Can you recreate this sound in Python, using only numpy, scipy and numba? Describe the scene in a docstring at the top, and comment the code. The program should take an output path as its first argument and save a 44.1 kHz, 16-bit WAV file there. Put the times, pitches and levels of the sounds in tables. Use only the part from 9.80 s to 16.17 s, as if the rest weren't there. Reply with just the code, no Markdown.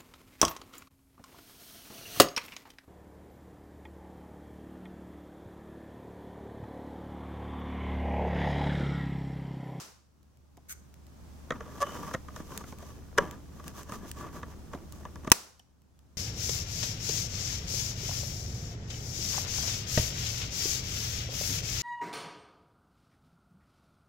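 """Scissors snipping plastic ties

In a quiet carpeted room, scissors cut the ties of a boxed toy: each fracture excites the modes of
blades and handles. Between two snips the blades swish shut once, and fingers shift on a hand-held
camera, driving its case by friction and impact: rubbing, knocks, ticks and a squeak. A snip overloads
the microphone and ducks the gain, so the room's hum creeps back afterwards."""
import sys
import numpy as np
from scipy import signal
from scipy.fft import rfft, irfft
from scipy.io import wavfile
from scipy.ndimage import uniform_filter1d
from numba import njit

SR = 44100
rng = np.random.default_rng(int(sys.argv[2]) if len(sys.argv) > 2 else 0)


def transcribe(u):
    """Save the signal u as a 16-bit wav file named by the first command-line argument.

    u: samples, shape (n,) or (channels, n), limited to [-1, 1]; the rate is SR.
    q: integer samples, one column per channel.
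    """
    v = np.clip(np.atleast_2d(u).T, -1, 1)
    q = np.round(v * 32767).astype(np.int16)
    wavfile.write(sys.argv[1], SR, q)


N = 280917
TIME = np.arange(N) / SR


def undb(db):
    """Amplitude ratio of a level in decibels."""
    return 10 ** (np.asarray(db) / 20)


def unit(x):
    """Normalisation to rms 1."""
    return x / np.sqrt(np.mean(x ** 2))


def burst(x, db):
    """Equal energy: scale a short stereo sound to match 10 ms at this rms level."""
    return x * undb(db) / np.sqrt(np.sum(x ** 2) / 2 / (SR // 100))


def add(out, start_s, x):
    """Superposition of a sound at a given time."""
    i = int(round(start_s * SR))
    a, b = max(i, 0), min(i + x.shape[-1], N)
    out[:, a:b] += x[..., a - i:b - i]


def colour(x, points, size=4096):
    """Minimum-phase filter through (frequency_hz, gain_db) points, by folding the cepstrum."""
    hz, db = np.transpose(points)
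    grid = np.maximum(np.fft.rfftfreq(size, 1 / SR), 1)
    gain = undb(np.interp(np.log(grid), np.log(hz), db))
    cepstrum = irfft(np.log(gain))
    cepstrum[1:size // 2] *= 2
    cepstrum[size // 2 + 1:] = 0
    response = irfft(np.exp(rfft(cepstrum)))
    return signal.fftconvolve(x, response[None], axes=1)[:, :x.shape[1]]


def band(x, low_hz, high_hz):
    """Band-pass filter."""
    return signal.sosfilt(signal.butter(2, [low_hz, high_hz], "band", fs=SR, output="sos"), x)


def ring(x, modes, ratio=1, order=1):
    """Forced response of damped modes; order 2 softens the attack and steepens each mode's skirts."""
    out = 0
    for hz, width, db in modes:
        section = np.concatenate(signal.iirpeak(hz * ratio, hz / width, SR))
        out = out + undb(db) * signal.sosfilt([section] * order, x + 1e-18)
    return out


def noise(size, side):
    """Partly coherent stereo noise; side weights the part that differs between channels."""
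    common, differing = rng.standard_normal((2, size))
    return unit(np.array([common + side * differing, common - side * differing]))


def drift(rate_hz):
    """Smooth random fluctuation of rms 1."""
    k = int(SR / rate_hz)
    steps = np.repeat(rng.standard_normal(N // k + 1), k)
    return unit(uniform_filter1d(uniform_filter1d(steps, k), k)[:N])


def swell(start_s, attack_s, hold_s, release_s):
    """Envelope of a slide: linear rise, plateau, exponential decay."""
    t = TIME - start_s
    return np.clip(t / attack_s, 0, 1) * np.exp(-np.maximum(t - attack_s - hold_s, 0) / release_s)


# Spectrum of the ventilation: frequency_hz, gain_db
VENT_COLOUR = [(20, -16), (45, -9), (72, -5), (120, -7), (200, -9), (300, -16), (420, -21), (750, -24),
               (1100, -26), (2100, -35), (4000, -37), (6000, -35), (10000, -42), (15500, -43)]
# Tones of an appliance: pitch_hz, level_db
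HUM_TONES = [(72.7, -52), (120, -67)]


def room_tone():
    """Background noise: broadband ventilation, and a hum modulated in amplitude and phase."""
    air = unit(colour(noise(N, side=.85), VENT_COLOUR)) * undb(-50.7 + .7 * drift(6))
    hum = sum(undb(db + drift(5)) * np.sqrt(2) * np.sin(2 * np.pi * hz * TIME + .25 * drift(4))
              for hz, db in HUM_TONES)
    return air + hum


# Spectrum of the room's reflections: frequency_hz, gain_db
REVERB_COLOUR = [(100, -7), (220, -1), (450, 1), (700, -1), (1000, 3), (2000, -4), (3500, -5), (5800, 1.5),
                 (9000, -5), (15000, -11)]


def reverberation(t60_low_s, t60_high_s, split_hz):
    """Impulse response of a diffuse field: exponential decay, faster in the treble."""
    t = TIME[:SR * 3 // 5]
    field = colour(noise(len(t), side=.8), REVERB_COLOUR)
    low = signal.sosfilt(signal.butter(1, split_hz, fs=SR, output="sos"), field)
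    tail = low * undb(-60 * t / t60_low_s) + (field - low) * undb(-60 * t / t60_high_s)
    tail *= np.clip(t / .006, 0, 1)
    return tail / np.sqrt(np.sum(tail ** 2) / 2)


# Firmness of the hand on the camera, as the level of its rumble: time_s, level_db
GRIP_LEVELS = [(0, -72), (1.5, -64), (2.1, -56), (3.3, -56), (3.55, -57), (4.5, -53), (5.2, -53),
               (5.5, -52), (5.6, -62), (6.37, -66)]


def grip():
    """Structure-borne sound: the amplitude of the rumble follows the firmness of the hand."""
    return undb(np.interp(TIME, *np.transpose(GRIP_LEVELS)))


def creaks(rate_hz=60, decay_s=.0015):
    """Random impulse train: the seams of the case click, more strongly under a firm grip."""
    clicks = (rng.random(N) < rate_hz / SR) * undb(2.5 * rng.standard_normal(N))
    envelope = signal.lfilter([1], [1, -np.exp(-1 / (decay_s * SR))], clicks + 1e-18)
    return unit(band(envelope * noise(N, side=.4), 330, 1300)) * grip() * undb(-11)


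# Resonances of the plastic camera case: pitch_hz, bandwidth_hz, gain_db
CASE_MODES = [(465, 100, -3.5), (585, 65, -4), (1010, 150, -3.5), (1140, 130, 1.2), (1350, 140, -9),
              (1690, 160, -8), (1900, 120, -14), (2400, 400, -23), (3080, 220, -22), (3480, 200, -24),
              (5400, 350, -29), (6120, 350, -26)]


def case(force, ratio=1):
    """Modal response of the case, heavily damped by the hand."""
    return ring(force, CASE_MODES, ratio, order=2)


# Spectrum of skin sliding on plastic: frequency_hz, gain_db
SKIN_COLOUR = [(900, -25), (2000, -6), (3100, -1), (4200, -5), (6200, 3), (8000, -5), (10500, -8),
               (12500, -4.5), (15500, -9)]
# Finger strokes over the case: centre_s, length_s, hiss_gain_db, ring_gain_db
FINGER_STROKES = [(1.752, .035, -68, -46), (1.86, .18, -69, -52), (1.98, .13, -59, -51),
                  (2.065, .05, -59, -44), (2.16, .16, -53, -42.5), (2.29, .1, -56, -49),
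                  (2.58, .06, -57, -51), (2.66, .08, -62, -63), (2.755, .1, -55, -49),
                  (2.895, .05, -54, -54), (3.06, .16, -61, -57), (3.415, .045, -57, -38.5),
                  (3.46, .06, -62, -45), (3.52, .08, -66, -52), (3.77, .07, -64, -60),
                  (3.875, .05, -55, -49), (3.99, .06, -52, -48), (4.14, .07, -52, -45),
                  (4.24, .045, -63, -49), (4.29, .035, -53, -51), (4.402, .05, -53, -44),
                  (4.455, .06, -63, -45), (4.567, .06, -56, -47), (4.71, .04, -63, -59),
                  (4.945, .04, -61, -49), (5.17, .1, -63, -60)]


def rubbing():
    """Sliding friction: finger strokes and the creeping grip hiss, ring the case and flex its wall."""
    hold = grip()
    hiss_power = ring_power = 0
    for centre_s, length_s, hiss_db, ring_db in FINGER_STROKES:
        bell = np.exp(-(2 * (TIME - centre_s) / length_s) ** 2)  # speeds up, then slows
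        hiss_power += bell * undb(hiss_db) ** 2
        ring_power += bell * undb(ring_db) ** 2
    sliding, pressing = np.sqrt(hiss_power), np.sqrt(ring_power)
    drag = undb(2.2 * drift(80) + 3.5 * drift(700))
    modal = case(noise(N, side=.22) * drag)
    body = unit(modal + undb(-14) * band(noise(N, side=.25) * drag, 300, 1300))
    hiss = unit(colour(noise(N, side=.9) * drag ** .4, SKIN_COLOUR))
    flex = unit(band(noise(N, side=.35) * undb(2 * drift(40)), 115, 330))
    rumble = unit(band(noise(N, side=.45), 22, 95))
    # strokes and grip add in power
    return (body * np.hypot(pressing * undb(-.5), hold * undb(-16))
            + hiss * np.hypot(sliding * undb(1.5), hold * undb(-16))
            + flex * np.hypot(pressing, hold * undb(-1))
            + rumble * hold)


# Finger impacts on the case: time_s, ring_db, scuff_s, pitch_ratio, thump_db, grit_db
FINGER_KNOCKS = [(0.777, -47, .0015, .6, -45, -60), (1.7075, -27.5, .001, 1.07, -36, -52),
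                 (1.722, -35, .006, 1.1, -37, -58), (1.808, -38, .004, 1, -58, -64),
                 (2.279, -43, .006, .95, -45, -60), (2.313, -40, .003, 1, -60, -59),
                 (2.341, -32, .005, 1.1, -52, -43), (2.3485, -31, .003, 1.1, -32, -50),
                 (2.486, -43, .004, 1.05, -49, -64), (2.564, -42, .003, 1.05, -56, -48),
                 (2.604, -47, .003, 1, -38, -61), (2.721, -43, .007, .9, -42, -55),
                 (2.841, -48, .002, 1.2, -46, -62), (2.926, -45, .002, .9, -43, -62),
                 (3.028, -48, .004, .6, -53, -58), (3.38, -27, .002, 1.45, -50, -40),
                 (3.3845, -15.8, .002, .97, -42, -31), (3.799, -45, .006, 1, -52, -64),
                 (4.097, -44, .003, .9, -46, -55), (4.123, -38, .0012, 1.05, -41, -50),
                 (4.632, -38, .006, 1.02, -42, -62), (4.936, -38, .003, .95, -49, -57),
                 (4.95, -41, .003, .6, -37, -60), (5.254, -39, .0015, 1.02, -43, -60),
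                 (5.359, -47, .001, 1, -56, -56), (5.449, -45, .003, 1, -46, -58),
                 (5.476, -34, .004, 1.04, -31, -50)]


def knocks():
    """Impact excitation: the case rings, its wall thumps, skin adds grit and the camera shakes."""
    out, lead = np.zeros((2, N)), SR // 50
    t = TIME[:SR // 7] - lead / SR
    for time_s, ring_db, scuff_s, ratio, thump_db, grit_db in FINGER_KNOCKS:
        contact = np.exp(-np.abs(t) / np.where(t < 0, .7 * scuff_s, scuff_s))
        force = .8 * contact * noise(len(t), side=.22) / np.sqrt(scuff_s * SR)
        force[:, lead] += .95  # the finger lands
        force += (t > 0) * np.exp(-np.abs(t) / .02) * noise(len(t), side=.3) * undb(-42)  # grip settles
        body = burst(case(force, ratio), ring_db)
        thump = burst(band(force, 110, 280), thump_db)
        scuff = band(contact * noise(len(t), side=.8), 1500, 11000)
        grit = burst(colour(scuff, SKIN_COLOUR), grit_db)
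        shake = (t > 0) * np.exp(-t / .03) * noise(len(t), side=.2)
        jolt = burst(band(shake, 22, 80), ring_db - 17)
        add(out, time_s - lead / SR - .0015, body + thump + grit + jolt)
    return out


def squeak(start_s=2.001, attack_s=.018, slip_hz=572, squeal_hz=3020):
    """Stick-slip: a fingertip drives the case at harmonics of its slip rate; a thin squeal lingers."""
    cycles = np.cumsum(slip_hz * (1 + .05 * drift(500))) / SR
    slips = np.diff(np.floor(cycles), prepend=0) * undb(2.5 * drift(600))
    pressure = swell(start_s, attack_s, hold_s=.012, release_s=.0035)
    force = (slips + .05 * noise(N, side=.3)) * pressure
    body = burst(case(force), -21.5) + burst(band(force, 600, 1000), -26.5)
    scrape = band(force * noise(N, side=.7), 2000, 12000)
    rasp = burst(colour(scrape, SKIN_COLOUR), -36)
    squeal = unit(ring(noise(N, side=.4), [(squeal_hz, 200, 0)], order=2))
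    return body + rasp + squeal * undb(-57) * swell(start_s, attack_s, hold_s=.11, release_s=.06)


# Contacts of plastic and steel: start_s, peak_db
HARD_CONTACTS = [(0.43, -38), (0.572, -41), (0.771, -32), (1.141, -33), (1.267, -41), (2.7765, -16),
                 (2.986, -37), (3.511, -30), (3.8425, -38), (3.88, -24), (4.032, -33), (4.315, -21),
                 (5.1235, -30), (5.501, -25.5), (5.795, -26), (6.019, -41), (6.191, -36)]
# Spectrum of a tick: frequency_hz, gain_db
TICK_COLOUR = [(400, -16), (1500, 1), (2700, 1.5), (4200, -1), (6500, 3), (10000, -2), (15500, -1)]


def ticks(decay_s=.0013):
    """Hard contact: a force lasting a few milliseconds has a broad spectrum."""
    out, t = np.zeros((2, N)), TIME[:SR // 25]
    for start_s, peak_db in HARD_CONTACTS:
        tick = colour(noise(len(t), side=.8) * np.exp(-t / decay_s), TICK_COLOUR)
        add(out, start_s, tick * undb(peak_db) / np.abs(tick).max())
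    return out


# Resonances of the parting blades: pitch_hz, bandwidth_hz, gain_db
PING_MODES = [(764, 75, -2), (1790, 60, -2), (2980, 160, 0), (5610, 80, -2), (8600, 60, -10)]


def reopen(start_s=5.797, level_db=-40):
    """Free vibration: the blades come unstuck after the cut with a small ping."""
    out, t = np.zeros((2, N)), TIME[:SR // 12]
    force = noise(len(t), side=.6) * np.exp(-t / .002)
    add(out, start_s, burst(ring(force, PING_MODES), level_db))
    return out


# Spectrum of steel sliding on steel: frequency_hz, gain_db
SWISH_COLOUR = [(800, -26), (1550, 2), (2200, -4), (3000, -9), (5600, -8.5), (6400, 3), (7700, -6),
                (8500, 2), (10000, -7), (12000, 0.5), (15500, -7)]
# Resonances of the sliding blades: pitch_hz, bandwidth_hz, gain_db
BLADE_MODES = [(1550, 54, -1), (2200, 45, 1), (6400, 70, 0), (8500, 130, -3), (11700, 60, 0),
               (12300, 150, -2)]


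def swish():
    """Friction noise: blade grinds along blade in tiny catches that excite the steel's modes."""
    grind = noise(N, side=1.3) * undb(3 * drift(900))
    steel = unit(colour(grind, SWISH_COLOUR)) + undb(-8) * unit(ring(grind, BLADE_MODES))
    return steel * undb(-34) * swell(start_s=.882, attack_s=.024, hold_s=.021, release_s=.006)


# Cuts; the first falls just before time zero and leaves only its reverberation: start_s, gain_db
CUTS = [(-0.068, 3), (5.5177, 3)]
# Force pulses as the tie parts, the blades slide and the handles meet: delay_s, gain_db, decay_s
CUT_STAGES = [(0, -0.5, .0014), (.0014, -4.5, .0035), (.0047, -1.5, .0012)]
# Resonances of handles and blades: pitch_hz, bandwidth_hz, gain_db
SCISSOR_MODES = [(455, 170, 3), (960, 110, 1), (1150, 93, 1), (1750, 400, -2), (2530, 120, -1),
                 (4290, 89, -7), (5280, 120, -2), (5820, 100, 0), (6230, 130, 1), (7120, 98, -3),
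                 (8140, 100, -3), (8710, 110, -4), (9910, 200, -8), (11800, 170, -8.5), (12300, 290, -7.5),
                 (14500, 400, -9)]


def snips(room, split_hz=3000):
    """Fracture: the tie gives way with a pop and a crack, the scissors ring, the room reverberates."""
    out, t = np.zeros((2, N)), TIME[:SR // 10]
    handle_modes = [mode for mode in SCISSOR_MODES if mode[0] < split_hz]
    steel_modes = [mode for mode in SCISSOR_MODES if mode[0] >= split_hz]
    force = sum(undb(db) * (t >= delay_s) * np.exp(-np.abs(t - delay_s) / decay_s)
                for delay_s, db, decay_s in CUT_STAGES)
    pop = burst(np.sin(2 * np.pi * 400 * t) * np.exp(-t / .0007), -16)
    for start_s, gain_db in CUTS:
        low = band(noise(len(t), side=.15), 150, 3000) * undb(-2.5)
        high = band(noise(len(t), side=1), 2200, 16000)
        crack = force * (low + high)
        handles = burst(ring(crack, handle_modes), -5.3)
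        steel = burst(ring(crack, steel_modes), -4)
        add(out, start_s, undb(gain_db) * (handles + steel + burst(crack, -6.5) + pop))
        add(out, start_s, burst(room, gain_db - 14))
    return out


def scene():
    """Superposition: airborne sounds reach the walls; structure-borne handling stays dry."""
    room = reverberation(t60_low_s=.47, t60_high_s=.36, split_hz=6000)
    airborne = swish() + ticks() + reopen()
    reflected = undb(-15.5) * signal.fftconvolve(airborne, room, axes=1)[:, :N]
    return snips(room) + airborne + reflected + knocks() + squeak() + rubbing() + creaks() + room_tone()


@njit
def ducking(over_db, start_db, attack_s, release_db_per_s):
    """Peak detection: the gain reduction in dB follows an overload quickly and recovers steadily."""
    out, held, duck = np.empty(len(over_db)), start_db, start_db
    for i in range(len(over_db)):
        held = max(over_db[i], held - release_db_per_s / SR, 0.)
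        duck += (held - duck) / (attack_s * SR)
        out[i] = duck
    return out


def record(dry):
    """Automatic gain control, starting ducked by the first snip, then clipping and a low-pass."""
    threshold_db, cutoff_hz = -3.5, 16000
    over_db = 20 * np.log10(np.abs(dry).max(axis=0) + 1e-9) - threshold_db
    duck_db = ducking(over_db, start_db=18.0, attack_s=.0016, release_db_per_s=11.0)
    clipped = np.clip(dry * undb(-duck_db), -1, 1)
    return signal.sosfilt(signal.ellip(8, .2, 70, cutoff_hz, fs=SR, output="sos"), clipped)


dry = scene()
out = record(dry)
transcribe(out)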